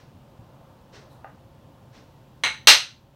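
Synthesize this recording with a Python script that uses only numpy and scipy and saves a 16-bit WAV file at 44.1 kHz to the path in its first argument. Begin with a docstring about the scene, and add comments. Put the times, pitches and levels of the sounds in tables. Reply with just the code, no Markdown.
"""An emptied dish clinks against a metal bowl, then clatters down among the bowls:
each hit is a sharp crack followed by a metallic ring. Before that, food is served by hand,
with soft swishes, low bumps on the table and a lump dropping dully on a metal plate.
The small, hard-walled room hums and adds a short echo. The clatter overloads the
microphone, whose gain control turns the sound down and recovers slowly."""
import sys
import numpy as np
from scipy import signal
from scipy.fft import rfft, irfft, next_fast_len
from scipy.io import wavfile
from scipy.ndimage import uniform_filter1d

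SR = 44100
rng = np.random.default_rng(int(sys.argv[2]) if len(sys.argv) > 2 else 0)


def store_wav(level_fs):
    """Save 16-bit WAV to argv[1]."""
    pcm = np.round(np.clip(np.atleast_2d(level_fs), -1, 1) * 32767)
    wavfile.write(sys.argv[1], SR, pcm.T.astype(np.int16))


N = 138915
TIME = np.arange(N) / SR


def from_db(db):
    """Turn decibels into a number to multiply by."""
    return 10 ** (np.asarray(db) / 20)


def fade(t, fade_s):
    """A dying curve; the fade time is how long it takes to fall by 60 dB."""
    return np.exp(-np.log(1000) * t / fade_s)


def butter(order, hz, kind):
    """A filter that keeps the "low" part, the "high" part or a middle "band"."""
    return signal.butter(order, hz, kind, fs=SR, output="sos")


def at_hz(points, hz):
    """Read between a table's rows, giving every octave equal space."""
    row_hz, value = np.transpose(points)
    return np.interp(np.log(np.maximum(hz, 1)), np.log(row_hz), value)


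def colour_gain(colour, size):
    """How strong each frequency is in a sound's colour, falling away past the table's ends."""
    hz = np.maximum(np.fft.rfftfreq(size, 1 / SR), 1)
    ends = np.minimum(hz / colour[0][0], 1) * np.minimum(colour[-1][0] / hz, 1)
    return from_db(at_hz(colour, hz)) * ends ** 2


def noise(colour):
    """Noise of the given colour, with an average power of 1."""
    size = next_fast_len(N)
    shaped = irfft(rfft(rng.standard_normal(size)) * colour_gain(colour, size), size)[:N]
    return shaped / np.sqrt(np.mean(shaped ** 2) + 1e-20)


def shortest_click(colour, size=4096):
    """The shortest click that has this colour."""
    cepstrum = irfft(np.log(colour_gain(colour, size) + 1e-9))
    half = size // 2
    cepstrum[1:half] *= 2   # folding the second half onto the first packs the energy at the start
    cepstrum[half + 1:] = 0
    click = irfft(np.exp(rfft(cepstrum)))[:half]
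    return click / np.linalg.norm(click)


def through(x, response):
    """Pass a sound through something, given that thing's answer to one click."""
    return signal.fftconvolve(x, response)[:N]


def ring(hits, tones):
    """Every hit adds energy to each of an object's own tones, which then die away."""
    first = int(hits[0][0] * SR)
    t = TIME[:min(SR, N - first)]
    out = np.zeros(N)
    for hz, tone_db, fade_s in tones:
        energy = np.zeros(len(t))
        for start_s, hit_db, *_ in hits:
            lag = int(start_s * SR) - first
            energy[lag:] += (from_db(hit_db + tone_db) * fade(t[:len(t) - lag], fade_s)) ** 2
        out[first:first + len(t)] += rng.choice([-1, 1]) * np.sqrt(energy) * np.sin(2 * np.pi * hz * t)
    return out


# The colour of the room's noise. Each row: frequency in Hz, relative level in dB.
AIR_COLOUR = [(15, -43.5), (25, -14), (102, -2.5), (129, 0.5), (174, -7.5), (299, -11), (333, -13),
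              (447, -18.5), (540, -11), (586, -14.5), (809, -17), (926, -18), (1390, -25.5), (2140, -33),
              (2870, -30.5), (9410, -45), (15700, -42.5)]
# The shape of its middle range's drift. Each row: time in seconds, level in dB before scaling.
MIDRANGE_DRIFT = [(0, -60.5), (.25, -60), (.62, -55.5), (.86, -59), (1.0, -56), (1.2, -54), (1.52, -62),
                  (1.68, -58), (2.15, -61), (2.36, -64)]

def room_noise(level_db=-51.5, drift_share=0.69):
    """Rumble and hiss whose middle range slowly rises and falls."""
    air = from_db(level_db) * noise(AIR_COLOUR)
    middle = signal.sosfiltfilt(butter(2, [460, 1500], "band"), air)
    drift_db = np.interp(TIME, *np.transpose(MIDRANGE_DRIFT))
    middle_gain = from_db(drift_share * (drift_db - np.median(drift_db)))
    return air + middle * (middle_gain - 1)


# The humming tones. Each row: pitch in Hz, relative level in dB.
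HUM_TONES = [(145.3, -63.5), (543.7, -69), (899.0, -69.5), (1050, -72)]
# How their loudness wavers. Each row: speed in Hz, relative level in dB.
HUM_WAVER = [(1, 0), (10, -10)]

def hum(gain_db=-2, waver_depth=0.17):
    """A few faint tones, steady in pitch and slightly unsteady in loudness."""
    out = np.zeros(N)
    for hz, db in HUM_TONES:
        waver = 1 + waver_depth * noise(HUM_WAVER)
        tone = np.sqrt(2) * np.sin(2 * np.pi * (hz * TIME + rng.random()))
        out += from_db(db + gain_db) * waver * tone
    return out


# How long the room echoes. Each row: frequency in Hz, fade time in seconds.
ECHO_FADES = [(100, 0.095), (500, .25), (1500, 0.29), (3500, 0.3), (6000, 0.31), (9000, 0.24),
              (14000, 0.17)]

def room_echo(gap_s=0.0016, build_s=0.01, bands=9, size=32768):
    """The walls' answer to a click: reflections build up fast, then each band fades at its own pace."""
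    t = TIME[:size]
    hz = np.fft.rfftfreq(size, 1 / SR)
    white = rfft(rng.standard_normal(size))
    centres = np.geomspace(80, 16000, bands)
    echo = np.zeros(size)
    for centre, share in zip(centres, np.eye(bands)):
        band = irfft(white * at_hz(list(zip(centres, share)), hz))
        echo += band * fade(t, at_hz(ECHO_FADES, centre))
    echo *= np.clip((t - gap_s) / build_s, 0, 1)
    return echo / np.linalg.norm(echo)


# Knocks from handling things. Each row: start in seconds, strength in dB.
KNOCKS = [(0.149, -1), (.388, -1.5), (1.324, -3.5), (1.645, -5.5)]
# The table's own tones. Each row: pitch in Hz, relative level in dB, fade time in seconds.
TABLE_TONES = [(83, -6, 0.17), (109.3, -1.5, .2), (179, -5.5, .15), (246, -5, .15)]

def table_bumps(gain_db=-41.5):
    """Soft knocks that the table turns into low thuds."""
    thuds = sum(ring([knock], TABLE_TONES) for knock in KNOCKS)
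    return from_db(gain_db) * signal.sosfilt(butter(2, 400, "low"), thuds)


# Soft swishes, and a brief high rustle with a faint ring as a finger brushes the dish.
# Each row: start in seconds, level in dB, hold in seconds.
SWISH_STROKES = [(-.09, -53, .04), (.92, -48.5, 0.02), (1.92, -54, 0.031)]
RUSTLE_STROKES = [(1.09, -65, 0.014)]
# Their colours. Each row: frequency in Hz, relative level in dB.
SWISH_COLOUR = [(450, 5), (800, -9), (1500, -2.5), (2400, -8), (3200, -8.5), (4200, -8), (4900, -10.5),
                (5700, -9.5), (7000, -19.5), (8700, -25), (10000, -37)]
RUSTLE_COLOUR = [(3200, -18), (3950, 7), (4600, -12), (9000, -11), (15500, -15)]

def rubbing(strokes, colour, swell_s=0.027, fade_s=0.42):
    """Sliding makes a soft noise that swells, holds and dies away."""
    level = np.zeros(N)
    for start_s, db, hold_s in strokes:
        swell = np.clip((TIME - start_s) / swell_s, 0, 1)
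        dying_s = np.maximum(TIME - start_s - swell_s - hold_s, 0)
        level += from_db(db) * swell * fade(dying_s, fade_s)
    return level * noise(colour)


# Food landing. Each row: start in seconds, strength in dB.
FOOD_HITS = [(1.2452, -1)]
# The loaded plate's brief tones. Each row: pitch in Hz, relative level in dB, fade time in seconds.
PLATE_TONES = [(670, -3, 0.033), (800, 3.5, 0.03), (1227, -5.5, 0.049), (1446, -1.5, 0.016),
               (2020, -12, 0.017), (2820, -13, 0.014)]

def food_drop(gain_db=-33.5, echo_db=-2.5):
    """A dull tap: the plate gives off little bass, and the soft food makes little treble."""
    plate = ring(FOOD_HITS, PLATE_TONES)
    tap = from_db(gain_db) * signal.sosfilt(butter(2, [500, 3000], "band"), plate)
    return tap + from_db(echo_db) * through(tap, room_echo())


def cracks(hits, colour, direct_db, echo_db, fade_s=0.034):
    """Each hit shakes so many short-lived tones that they blur into noise, and the room echoes it."""
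    out = np.zeros(N)
    for start_s, db, bright_hz in hits:
        echo = room_echo()
        burst = rng.standard_normal(len(echo)) * fade(TIME[:len(echo)], fade_s)
        crack = from_db(direct_db) * burst / np.linalg.norm(burst) + from_db(echo_db) * echo
        crack = signal.sosfilt(butter(1, bright_hz, "low"), crack)
        start = int(start_s * SR)
        out[start:start + len(crack)] += from_db(db) * crack[:N - start]
    return through(out, shortest_click(colour))


# The dish touches a bowl and bounces. Each row: start in seconds, strength in dB, brightness in Hz.
CLINK_HITS = [(2.4365, 1.5, 15200), (2.4485, -4, 3500)]
# The colour of each crack. Each row: frequency in Hz, relative level in dB.
CLINK_COLOUR = [(150, -33), (400, -14.5), (850, -12.5), (1400, -7.5), (2000, -4.5), (2200, 5), (2400, -7.5),
                (2750, -5), (3600, -9), (3980, -2), (4300, -11), (4700, -18), (5600, -24), (6100, -8),
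                (7000, -26), (9200, -18.5), (9900, -38.5), (11000, -39.5), (13000, -32.5), (15500, -43)]
# The tones that ring on. Each row: pitch in Hz, relative level in dB, fade time in seconds.
CLINK_TONES = [(868, -14.5, 0.37), (1431.5, -15, .25), (1863, -11.5, 0.37), (2165, 1, .2),
               (2640, -19.5, .26), (3553, -26, 0.19), (3903, -9, .33), (4060, -4, .26), (6067, -18.5, 0.43),
               (6550, -23.5, 0.21), (6560, -22.5, .25), (7900, -19.5, .26), (9000, -22.5, .23),
               (11840, -37, .22), (12970, -35.5, 0.25), (13060, -36.5, .22)]

def dish_clink(ring_db=-24.5):
    """A light touch of rim on rim: a crack, its echo and a short metallic ring."""
    crack = cracks(CLINK_HITS, CLINK_COLOUR, direct_db=6, echo_db=7)
    return crack + from_db(ring_db) * ring(CLINK_HITS, CLINK_TONES)


# The dish lands and rocks to rest. Each row: start in seconds, strength in dB, brightness in Hz.
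CLATTER_HITS = [(2.672, 4, 15000), (2.6825, -3, 13920), (2.689, 1, 14050), (2.6995, -4, 10080),
                (2.7165, -16.5, 9000)]
# The colour of each crack. Each row: frequency in Hz, relative level in dB.
CLATTER_COLOUR = [(50, -33), (200, -27.5), (420, -17), (600, -14), (880, -10.5), (1050, -13), (1300, -8),
                  (2500, -5), (2800, -2), (3050, -4), (3600, -4.5), (4100, 0.5), (4500, -6.5), (5400, -8),
                  (6300, -5), (6850, -18.5), (8200, -13.5), (10500, -23), (13000, -19.5), (15500, -34.5)]
# The tones that ring on. Each row: pitch in Hz, relative level in dB.
CLATTER_TONES = [(275, -15), (385, -20.5), (450, -17), (594, -8), (870, -9.5), (1242, 0.5), (1949, 1),
                 (2697, -7.5), (2734, -1.5), (2780, 4), (2828, 1.5), (3173, 2.5), (3510, -10.5), (3701, -6),
                 (3747, -6), (3783, -1.5), (3960, -6), (4042, 2), (4147, -5), (4172, -0.5), (4868, 5),
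                 (5466, -9), (5678, 0), (6089, -3.5), (6172, -3), (6315, -2), (8200, -15.5), (8888, -15),
                 (11770, -20), (12970, -23)]

def dish_clatter(ring_db=-25, fade_s=0.24):
    """The dish is put down hard: a quick run of hits shakes dish, bowls and table."""
    tones = [(hz, db, fade_s) for hz, db in CLATTER_TONES]
    crack = cracks(CLATTER_HITS, CLATTER_COLOUR, direct_db=15, echo_db=19)
    return crack + from_db(ring_db) * ring(CLATTER_HITS, tones)


def scene():
    """Everything in the room, added into one channel."""
    swishes = rubbing(SWISH_STROKES, SWISH_COLOUR)
    rustle = rubbing(RUSTLE_STROKES, RUSTLE_COLOUR)
    background = room_noise() + hum()
    serving = table_bumps() + swishes + rustle + food_drop()
    return (background + serving + dish_clink() + dish_clatter())[None]


def gain_control(x, limit_db=-12, cut_share=0.6, react_s=0.15, recover_db_per_s=7):
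    """Sound above the limit turns the volume down; it then creeps back up."""
    power = uniform_filter1d(x ** 2, size=441)   # averaged over 10 ms
    level_db = 10 * np.log10(np.maximum(power, 1e-12))
    cut_db = cut_share * np.maximum(level_db - limit_db, 0)
    recovery_db = recover_db_per_s * TIME
    held_db = np.maximum.accumulate(cut_db + recovery_db, axis=-1) - recovery_db
    smoothing = np.exp(-1 / (react_s * SR))
    return x * from_db(-signal.lfilter([1 - smoothing], [1, -smoothing], held_db))


def record(dry, lowest_hz=26, highest_hz=15800):
    """The microphone drops deep rumble, turns loud sound down, clips peaks and cuts the top treble."""
    heard = signal.sosfilt(butter(2, lowest_hz, "high"), dry)
    clipped = np.clip(gain_control(heard), -1, 1)
    return signal.sosfilt(signal.ellip(10, .1, 70, highest_hz, fs=SR, output="sos"), clipped)


dry = scene()
out = record(dry)
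store_wav(out)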